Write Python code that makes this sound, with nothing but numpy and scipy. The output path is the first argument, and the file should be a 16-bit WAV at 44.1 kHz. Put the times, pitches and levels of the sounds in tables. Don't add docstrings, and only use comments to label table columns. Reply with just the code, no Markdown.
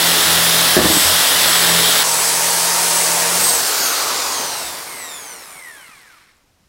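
import sys
import numpy as np
from scipy import signal
from scipy.fft import rfft, irfft
from scipy.io import wavfile
from scipy.ndimage import uniform_filter1d

SR = 44100
rng = np.random.default_rng(int(sys.argv[2]) if len(sys.argv) > 2 else 0)


def master(y):
    cut = np.clip(np.atleast_2d(y).T, -1, 1)
    pcm = np.round(cut * 32767)
    wavfile.write(sys.argv[1], SR, pcm.astype(np.int16))


def how_loud(loudness_db):
    steps = np.asarray(loudness_db, float) / 20
    return 10 ** steps


N = 294588

# start_s, level_db, low_share_db, brightness_db
SCOUR_PASSAGES = [
    [(0.0, -13, 0.8, 1.5), (0.76, -12.5, 1, 2.5), (0.8, -14.5, 6.3, 0.5), (0.93, -12.5, 0.5, 3),
     (2.03, -12.5, 0.1, 1)],
    [(2.04, -15.5, 4, -1), (2.06, -15.5, 0.2, 2.4), (3.212, -15.5, 0.9, 1.5), (3.34, -16.5, 1.5, 0.3)],
]
# pitch_hz, density_db (per Hz)
PANEL_COLOURS = [
    [(18, -60.5), (30, -25), (75, -15.5), (133, -19.5), (168, -18), (256, -9.5), (606, -3), (1510, -2.5),
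     (1820, -1), (2420, -6), (3590, -0.5), (6210, -8), (15500, -11.5)],
    [(18, -53), (30, -10.5), (97, -33), (168, -15.5), (243, -16.5), (467, -5), (874, -0.5), (945, 0),
     (1510, -4.5), (3590, -8.5), (4780, -7), (8720, -5.5), (15500, -16)],
]
# pitch_hz, width_hz, lift_db
PANEL_HUMPS = [
    [(1900, 120, 1.5), (3330, 1100, 2), (5200, 1200, 3), (9900, 3000, 4)],
    [(950, 1200, -2), (4600, 1600, 3.5), (6260, 620, 2.5), (10000, 1400, 2.5)],
]

# start_s, level_db (peak before the bass is cut)
KICK_BLOWS = [(.767, 2), (.772, -1), (.778, -2.5), (.789, 0.5), (.799, -7.5), (.807, -5), (.846, -7.5),
              (0.856, -3), (.901, -9.5), (.91, -8), (0.959, -14.5), (.969, -10.5)]
# pitch_hz, level_db, t60_s
PANEL_MODES = [(80.5, -10, 0.22), (230, -11.5, 0.13), (356, 7, 0.04), (510, -5, 0.08), (629, -2, 0.045),
               (1727, -5, .03)]
SAG_PER_S = .65
DULL_DB, DULL_DB_PER_S = -2, 60

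# start_s, speed_turns_per_s
LOADED_SPEED = [(0, 459.7), (.2, 454.1), (.5, 452.5), (.65, 455.1), (.8, 467.4), (.95, 471.8), (1.1, 474.2),
                (1.25, 472.4), (1.55, 463.1), (1.85, 457.3), (2, 459.2), (2.15, 465.7), (2.45, 462.1),
                (3.05, 462.5), (3.2, 458.4), (3.3, 466.9), (3.38, 480.3), (3.46, 490.3)]
# speed_turns_per_s, loss_turns_per_s (each second)
DRAG = [(0, 93.6), (110, 128), (200, 148.7), (330, 228.4), (491, 327.6)]
JUMP_S, LIFT_S, RELEASE_S = 2.035, 3.36, 3.491
TOP_SPEED = 491
GEAR_RATIO = 10.75

WHINE_ORDERS = [17, 19, 34, 12, 24, 36, 48]
FAN_COUNT = 3
# first_passage_db, second_passage_db, free_db
WHINE_LEVELS = [(-23.7, -34.7, -32.8), (-64.1, -39.1, -42.8), (-12.3, -27.0, -27.7), (-29.5, -42.8, -55.4),
                (-29.8, -42.9, -40.3), (-40.0, -40.0, -45.0), (-40.0, -40.0, -40.0)]
SLOTS, FIRST_SLOT, TOP_SLOT = 12, 5, 18
SLOT_DB, SLOT_DB_PER_ORDER, ODD_DB = -43.5, -.15, -3.5
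FAN_DB_PER_HALVING, SLOT_DB_PER_HALVING = -23.5, -9.1
# pitch_hz, gain_db
HOUSING_PASS = [(900, 2.3), (1300, 9.5), (1900, 10.4), (2200, 4.7), (2700, -3.9), (3500, -2.6),
                (4400, -5.8), (5400, -2.0), (5800, -0.6), (6300, -0.9), (6900, -1.2), (7700, 1.0),
                (8100, 3.9), (8800, 5.5), (9700, 0.1), (10300, -0.6), (10900, 1.0), (11400, -0.4),
                (12000, -2.8), (13200, -5.1), (14500, -10.2), (15800, -12.1)]
# pitch_hz, width_hz, lift_db
HOUSING_PEAKS = [(1870, 150, 1.5), (2210, 340, 6), (4100, 220, 3), (5440, 230, 5.5), (8800, 900, 4),
                 (11800, 460, -3)]
CHIRP_SHARE = .4
# start_s, gain_db
VENT_AIM = [(0.0, -8.5), (0.45, -5.9), (0.7, -7.1), (0.82, -10.7), (1.0, -4.6), (1.37, -17.2), (1.6, -12.4),
            (1.93, -9.9), (2.15, -11.9), (2.5, 0.7), (3.04, 4.7), (3.32, -6.7), (3.46, 8.3), (3.6, -0.5),
            (3.85, 9.2), (4.1, -0.9), (4.4, 4.6), (4.65, 5.8), (4.85, 3.4), (5.1, 11.5), (5.4, 9.2),
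            (5.7, 10.9), (6.0, 6.3), (6.3, 11.9)]
# centre_s, multiple, half_width_s, change_db
FLARES = [(.4, 24, .25, 4), (.98, 17, .1, 3), (1.52, 17, .29, 11), (1.86, 24, .12, 8.6),
          (2.01, 34, .12, 6.9), (2.19, 17, .17, 15), (2.2, 24, .24, 9), (3.84, 34, .2, 3),
          (4.04, 17, .06, -8), (4.08, 12, .59, 22), (4.36, 24, .24, 16), (4.53, 60, .13, 13),
          (4.59, 12, .11, 13.4), (4.62, 17, .67, 17.5), (4.62, 36, .08, 12), (4.9, 84, .12, 6),
          (4.95, 12, .12, 11.5), (5.05, 36, .15, 5), (5.12, 24, .08, 8), (5.24, 48, .24, 8),
          (5.24, 72, .1, 7), (5.31, 36, .12, 7), (5.38, 60, .12, 7), (5.5, 96, .1, 7), (5.53, 120, .09, 6),
          (5.47, 24, .07, -7), (5.59, 48, .09, -10), (5.68, 24, .07, 4), (5.72, 144, .12, 6),
          (5.84, 36, .05, 7), (5.88, 72, .04, 9), (5.9, 48, .2, 7), (6.1, 48, .08, 7)]
WAVER_DB, FLUTTER_DB = 2.5, 1.8
TURN_THROB = .45
EDGE_HZ = 15900

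# start_s, fourth_multiple_db
WHEEL_FOURTH = [(0, -36.5), (.09, -28), (.23, -41), (.29, -31), (.61, -30.5), (.77, -39.5), (.83, -24),
                (.89, -39), (.95, -31), (1.08, -48), (1.14, -34.5), (1.29, -48.5), (1.37, -38),
                (1.59, -35.5), (1.76, -25.5), (2.02, -44), (2.29, -41.5), (3.19, -37), (3.29, -38),
                (3.36, -34), (3.62, -51.5)]
# first_passage_db, second_passage_db, lifted_db
WHEEL_LOW = [(-44, -60, -50), (-47, -47, -48)]
USUAL_DB, FOLLOW = -34, .3
# multiple, level_db (relative to the smoothed 4th)
WHEEL_ORDERS = [(5, -13), (8, -11), (10, -8.5), (11, -15), (14, -9), (15, -8)]
# first_passage_db, second_passage_db, free_db
UNBALANCE = [(-73.5, -41, -40), (-70.5, -33.5, -43)]
UNBALANCE_END_S = 3.8
# start_s, level_db, pitch_hz
LOW_SWELLS = [(.86, -30, 85), (1.05, -26, 87), (3.27, -40, 85.5)]

# start_s, level_db, low_share_db, brightness_db
FAN_AIR = [(3.48, -14, -1, 3.5), (3.632, -17, -2, 1), (3.82, -17.5, -3, -3.5), (4.398, -21.5, 0, -4),
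           (4.706, -29.5, -0.2, -3.5), (5.2, -40.5, 4.5, -1.5)]
# pitch_hz, density_db (per Hz)
VENT_COLOUR = [(18, -50), (30, -19), (148, -16.5), (430, -2), (637, -0.5), (894, 1), (1360, -1.5),
               (1810, -5), (2540, -6), (3570, -6), (4170, -1.5), (6680, -3.5), (10400, -7), (13900, -9.5),
               (15400, -9.5)]
# pitch_hz, width_hz, lift_db
VENT_HUMPS = [(4800, 500, 1), (8900, 1700, 2.5)]
# start_s, level_db
FAN_RUSH = [(3.55, -34), (3.75, -31.5), (3.95, -27.5), (4.2, -30.5), (4.5, -36.5), (4.7, -47)]
# start_s, level_db, low_share_db, brightness_db
GEAR_NOISE = [(4.5, -37, 4, -3.0), (4.558, -29.5, -1, 8), (5.724, -42.5, -7.5, -1.5), (6.178, -51, -14, -9),
              (6.306, -56.5, -22, -13), (6.42, -66, -4.0, -5)]
# pitch_hz, density_db (per Hz)
GEARBOX_COLOUR = [(35, -41), (60, -10), (780, 1.5), (1010, 3.5), (1850, -4.5), (2880, -11), (5530, -13.5),
                  (6670, -14.5), (11900, -12), (15800, -21)]

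# start_s, level_db, pitch_hz
TICKS = [(5.243, -30, 4000), (5.338, -33, 3500), (5.437, -28, 4100), (5.505, -38, 4300), (5.6, -36, 4000),
         (6.007, -36, 4300), (6.369, -45, 7000)]
# start_s, level_db, pitch_hz
THUDS = [(4.64, -40, 60.6), (4.7, -41, 70), (5.48, -43, 180), (5.56, -46, 150), (5.89, -42, 220),
         (5.96, -49, 150), (6.209, -53, 130), (6.47, -54, 79.8), (6.5, -49.5, 110), (6.53, -53, 80),
         (6.6, -52, 150), (6.63, -50, 190), (6.65, -52, 70)]
# (per Hz, relative)
ROOM_COLOUR = [(12, -35.5), (20, 0), (70, -3.5), (158, -7.5), (375, -8), (419, -11.5), (819, -12.5),
               (2120, -17), (5620, -18.5), (14500, -28), (15800, -35.5)]
ROOM_DB = -60.5


def along(rows):
    s, *columns = np.transpose(rows)
    return [np.interp(np.arange(N) / SR, s, column) for column in columns]


def read(points, hz):
    f, value = np.transpose(points)
    return np.interp(np.log(hz + 1), np.log(f + 1), value)


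def peaks_db(peaks, hz):
    return sum(lift / (1 + (2 * (hz - f) / width) ** 2) for f, width, lift in peaks)


def evened(x):
    return x / np.sqrt(np.mean(x ** 2) + 1e-20)


def inside(rows, rise, fall):
    s = np.arange(N) / SR
    nearest = np.minimum((s - rows[0][0]) / rise, (rows[-1][0] - s) / fall)
    return np.sqrt(np.clip(nearest + 1, 0, 1))


def waver(count, seconds):
    knots = rng.standard_normal((count, 400))
    return [np.interp(np.arange(N) / SR / seconds, np.arange(400), row) for row in knots]


def tone(angle, db):
    return np.sqrt(2) * how_loud(db) * np.sin(angle + 2 * np.pi * rng.random())


def by_passage(first_db, second_db, free_db):
    return along([(JUMP_S - .01, first_db), (JUMP_S + .01, second_db),
                  (LIFT_S - .05, second_db), (LIFT_S + .05, free_db)])[0]


def hiss(rows, colour, grain_db, patchy_db, fade, peaks=()):
    size_db = grain_db * evened(uniform_filter1d(rng.standard_normal(N), size=24))
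    grains = rng.standard_normal(N) * how_loud(size_db)
    grains = grains + how_loud(-8) * workshop(grains, t60=0.31)
    hz, s, z = signal.stft(grains, SR, nperseg=1024, noverlap=768)
    level_db, low_db, bright_db = along(rows)
    at = np.minimum((s * SR).astype(int), N - 1)

    patches = uniform_filter1d(rng.standard_normal(z.shape), size=12, axis=0)
    patches = uniform_filter1d(patches, size=10, axis=1)
    low = 1 / (1 + (hz / 1500) ** 4)
    high = 1 / (1 + (7000 / (hz + 1)) ** 4)
    colour_db = read(colour, hz) + peaks_db(peaks, hz)
    shape = how_loud(colour_db[:, None] + np.outer(low, low_db[at]) + np.outer(high, bright_db[at]))
    shape *= how_loud(patchy_db * evened(patches)) / np.sqrt(np.mean(shape ** 2, axis=0))
    shaped = signal.istft(z * shape, nperseg=1024, noverlap=768)[1][:N]
    return evened(shaped) * how_loud(level_db) * inside(rows, *fade)


def scour(angle):
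    throb = 1 + 0.031 * np.cos(angle / GEAR_RATIO)
    first = hiss(SCOUR_PASSAGES[0], PANEL_COLOURS[0], grain_db=0.5, patchy_db=0.57, fade=(.004, .005),
                 peaks=PANEL_HUMPS[0])
    second = hiss(SCOUR_PASSAGES[1], PANEL_COLOURS[1], grain_db=1.0, patchy_db=0.76, fade=(.005, .14),
                  peaks=PANEL_HUMPS[1])
    return throb * (first + second)


def kicks():
    t, out = np.arange(SR // 3) / SR, np.zeros(N)
    for s, peak_db in KICK_BLOWS:
        late = s - KICK_BLOWS[0][0]
        pitch = 1 - SAG_PER_S * late
        dull_db = DULL_DB + DULL_DB_PER_S * late
        ring = np.zeros(len(t))
        for hz, db, t60 in PANEL_MODES:
            octaves = max(np.log2(hz / 370), 0)
            ring += how_loud(db - dull_db * octaves - 60 * t / t60) * np.sin(2 * np.pi * hz * pitch * t)
        out[round(s * SR):][:len(t)] -= how_loud(peak_db) * ring / abs(ring).max()
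    return signal.sosfilt(signal.butter(4, 70, "high", fs=SR, output="sos"), out)


def armature_speed():
    turns = np.linspace(TOP_SPEED, 0, num=2000)
    step_s = (turns[0] - turns[1]) / np.interp(turns, *np.transpose(DRAG))
    reached_s = RELEASE_S + np.cumsum(step_s)
    return along(list(LOADED_SPEED) + list(zip(reached_s, turns)))[0]


def whines(speed, angle):
    slots, s = np.arange(FIRST_SLOT, TOP_SLOT + 1), np.arange(N) / SR
    slot_levels = SLOT_DB + SLOT_DB_PER_ORDER * slots + ODD_DB * (slots % 2)
    levels = [by_passage(*row) for row in WHINE_LEVELS] + list(slot_levels)
    orders = list(WHINE_ORDERS) + list(SLOTS * slots)
    aim_db = along(VENT_AIM)[0]
    halvings = np.log2(TOP_SPEED / (speed + 1))
    out = np.zeros(N)
    for k, db, drift in zip(orders, levels, waver(len(orders), seconds=.045)):
        hz = k * speed
        is_fan = k in WHINE_ORDERS[:FAN_COUNT]
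        slowing_db = halvings * (FAN_DB_PER_HALVING if is_fan else SLOT_DB_PER_HALVING)
        flare_db = sum(change * np.exp(-((s - centre) / width) ** 2)
                       for centre, order, width, change in FLARES if order == k)
        ring_db = read(HOUSING_PASS, hz) + CHIRP_SHARE * peaks_db(HOUSING_PEAKS, hz)
        flutter_db = FLUTTER_DB * evened(uniform_filter1d(rng.standard_normal(N), size=250))
        heard = np.clip((hz - 700) / 300, 0, 1) * np.clip((EDGE_HZ - hz) / 100, 0, 1)
        total_db = db + aim_db + slowing_db + flare_db + ring_db + WAVER_DB * drift + flutter_db
        out += heard * tone(k * angle, total_db)
    return out * (1 + TURN_THROB * np.cos(angle))


def hums(angle):
    fourth_db, turn = along(WHEEL_FOURTH)[0], angle / GEAR_RATIO
    wheel = tone(4 * turn, fourth_db)
    for k, row, drift in zip((2, 3), WHEEL_LOW, waver(2, seconds=.12)):
        wheel += tone(k * turn, by_passage(*row) + FOLLOW * (fourth_db - USUAL_DB) + 3 * drift)
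    press_db = uniform_filter1d(fourth_db, size=SR // 4)
    for (k, db), drift in zip(WHEEL_ORDERS, waver(len(WHEEL_ORDERS), seconds=0.17)):
        wheel += tone(round(k) * turn, press_db + db + 4 * drift)

    shake = np.zeros(N)
    for k, row, drift in zip((1, 2), UNBALANCE, waver(2, seconds=0.073)):
        shake += tone(k * angle, by_passage(*row) + 2.5 * drift)
    shake *= inside([[0], [UNBALANCE_END_S]], 0.03, 0.04)
    return wheel * inside(WHEEL_FOURTH, .05, .05) + shake


def fan_air():
    return hiss(FAN_AIR, VENT_COLOUR, grain_db=-1.2, patchy_db=0.72, fade=(.16, .3), peaks=VENT_HUMPS)


def fan_rush(angle):
    fuzz = signal.lfilter(*signal.butter(2, 170, fs=SR), rng.standard_normal((N, 2)), axis=0).T
    band = fuzz[0] * np.cos(3.6 * angle) + fuzz[1] * np.sin(3.6 * angle)
    return evened(band) * how_loud(along(FAN_RUSH)[0]) * inside(FAN_RUSH, 0.042, .05)


def gear_noise():
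    return hiss(GEAR_NOISE, GEARBOX_COLOUR, grain_db=3.0, patchy_db=0.1, fade=(.2, .03), peaks=HOUSING_PEAKS)


def pulses(rows, cycles, noisy):
    out, t = np.zeros(N + SR), np.arange(SR // 8) / SR
    for s, db, hz in rows:
        body = (1 - noisy) * np.sin(2 * np.pi * hz * t) + noisy * rng.standard_normal(len(t))
        envelope = np.exp(-t * hz / cycles) * np.minimum(2 * t * hz, 1)
        out[round(s * SR):][:len(t)] += how_loud(db) * body * envelope
    return out[:N]


def workshop(x, t60):
    at = np.arange(300, SR // 2, 22)
    signs = rng.choice([-1., 1.], len(at))
    taps = np.zeros(SR)
    taps[at + rng.integers(0, 22, len(at))] = signs * how_loud(-60 * at / SR / t60)
    return signal.oaconvolve(x, taps / np.linalg.norm(taps))[:N]


def room_tone():
    z = rfft(rng.standard_normal(N)) * how_loud(read(ROOM_COLOUR, np.fft.rfftfreq(N, 1 / SR)))
    return how_loud(ROOM_DB) * evened(irfft(z, N))


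def scene():
    speed = armature_speed()
    angle = 2 * np.pi * np.cumsum(speed) / SR
    clear = whines(speed, angle)
    clear += pulses(TICKS, 3.4, 0.058) + pulses(THUDS, 1.3, .03) + pulses(LOW_SWELLS, 5.0, .01)
    blows = kicks()
    mix = scour(angle) + hums(angle) + fan_air() + fan_rush(angle) + gear_noise() + room_tone()
    mix += clear + how_loud(-10.5) * workshop(clear, t60=0.68)
    mix += blows + how_loud(-7.5) * workshop(blows, t60=0.47)
    return np.array([mix, mix])


def roll_off(x):
    return signal.sosfilt(signal.butter(12, 17090, fs=SR, output="sos"), x)


def record(dry):
    power_db = 10 * np.log10(uniform_filter1d(dry[0] ** 2, size=600) + 1e-12)
    fall = np.arange(N) * 60. / SR
    held_db = np.maximum.accumulate(power_db + fall) - fall
    over_db = np.maximum(held_db + 10.0, 0)
    lag = signal.lfilter([.002], [1, .002 - 1], over_db)
    ducked = np.clip(dry * how_loud(-.7 * lag), -1, 1)
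    edge = signal.firwin(1023, EDGE_HZ, window=("kaiser", 9), fs=SR)
    finished = signal.oaconvolve(ducked, edge[None], "same")
    return roll_off(finished)


dry = scene()
out = record(dry)
master(out)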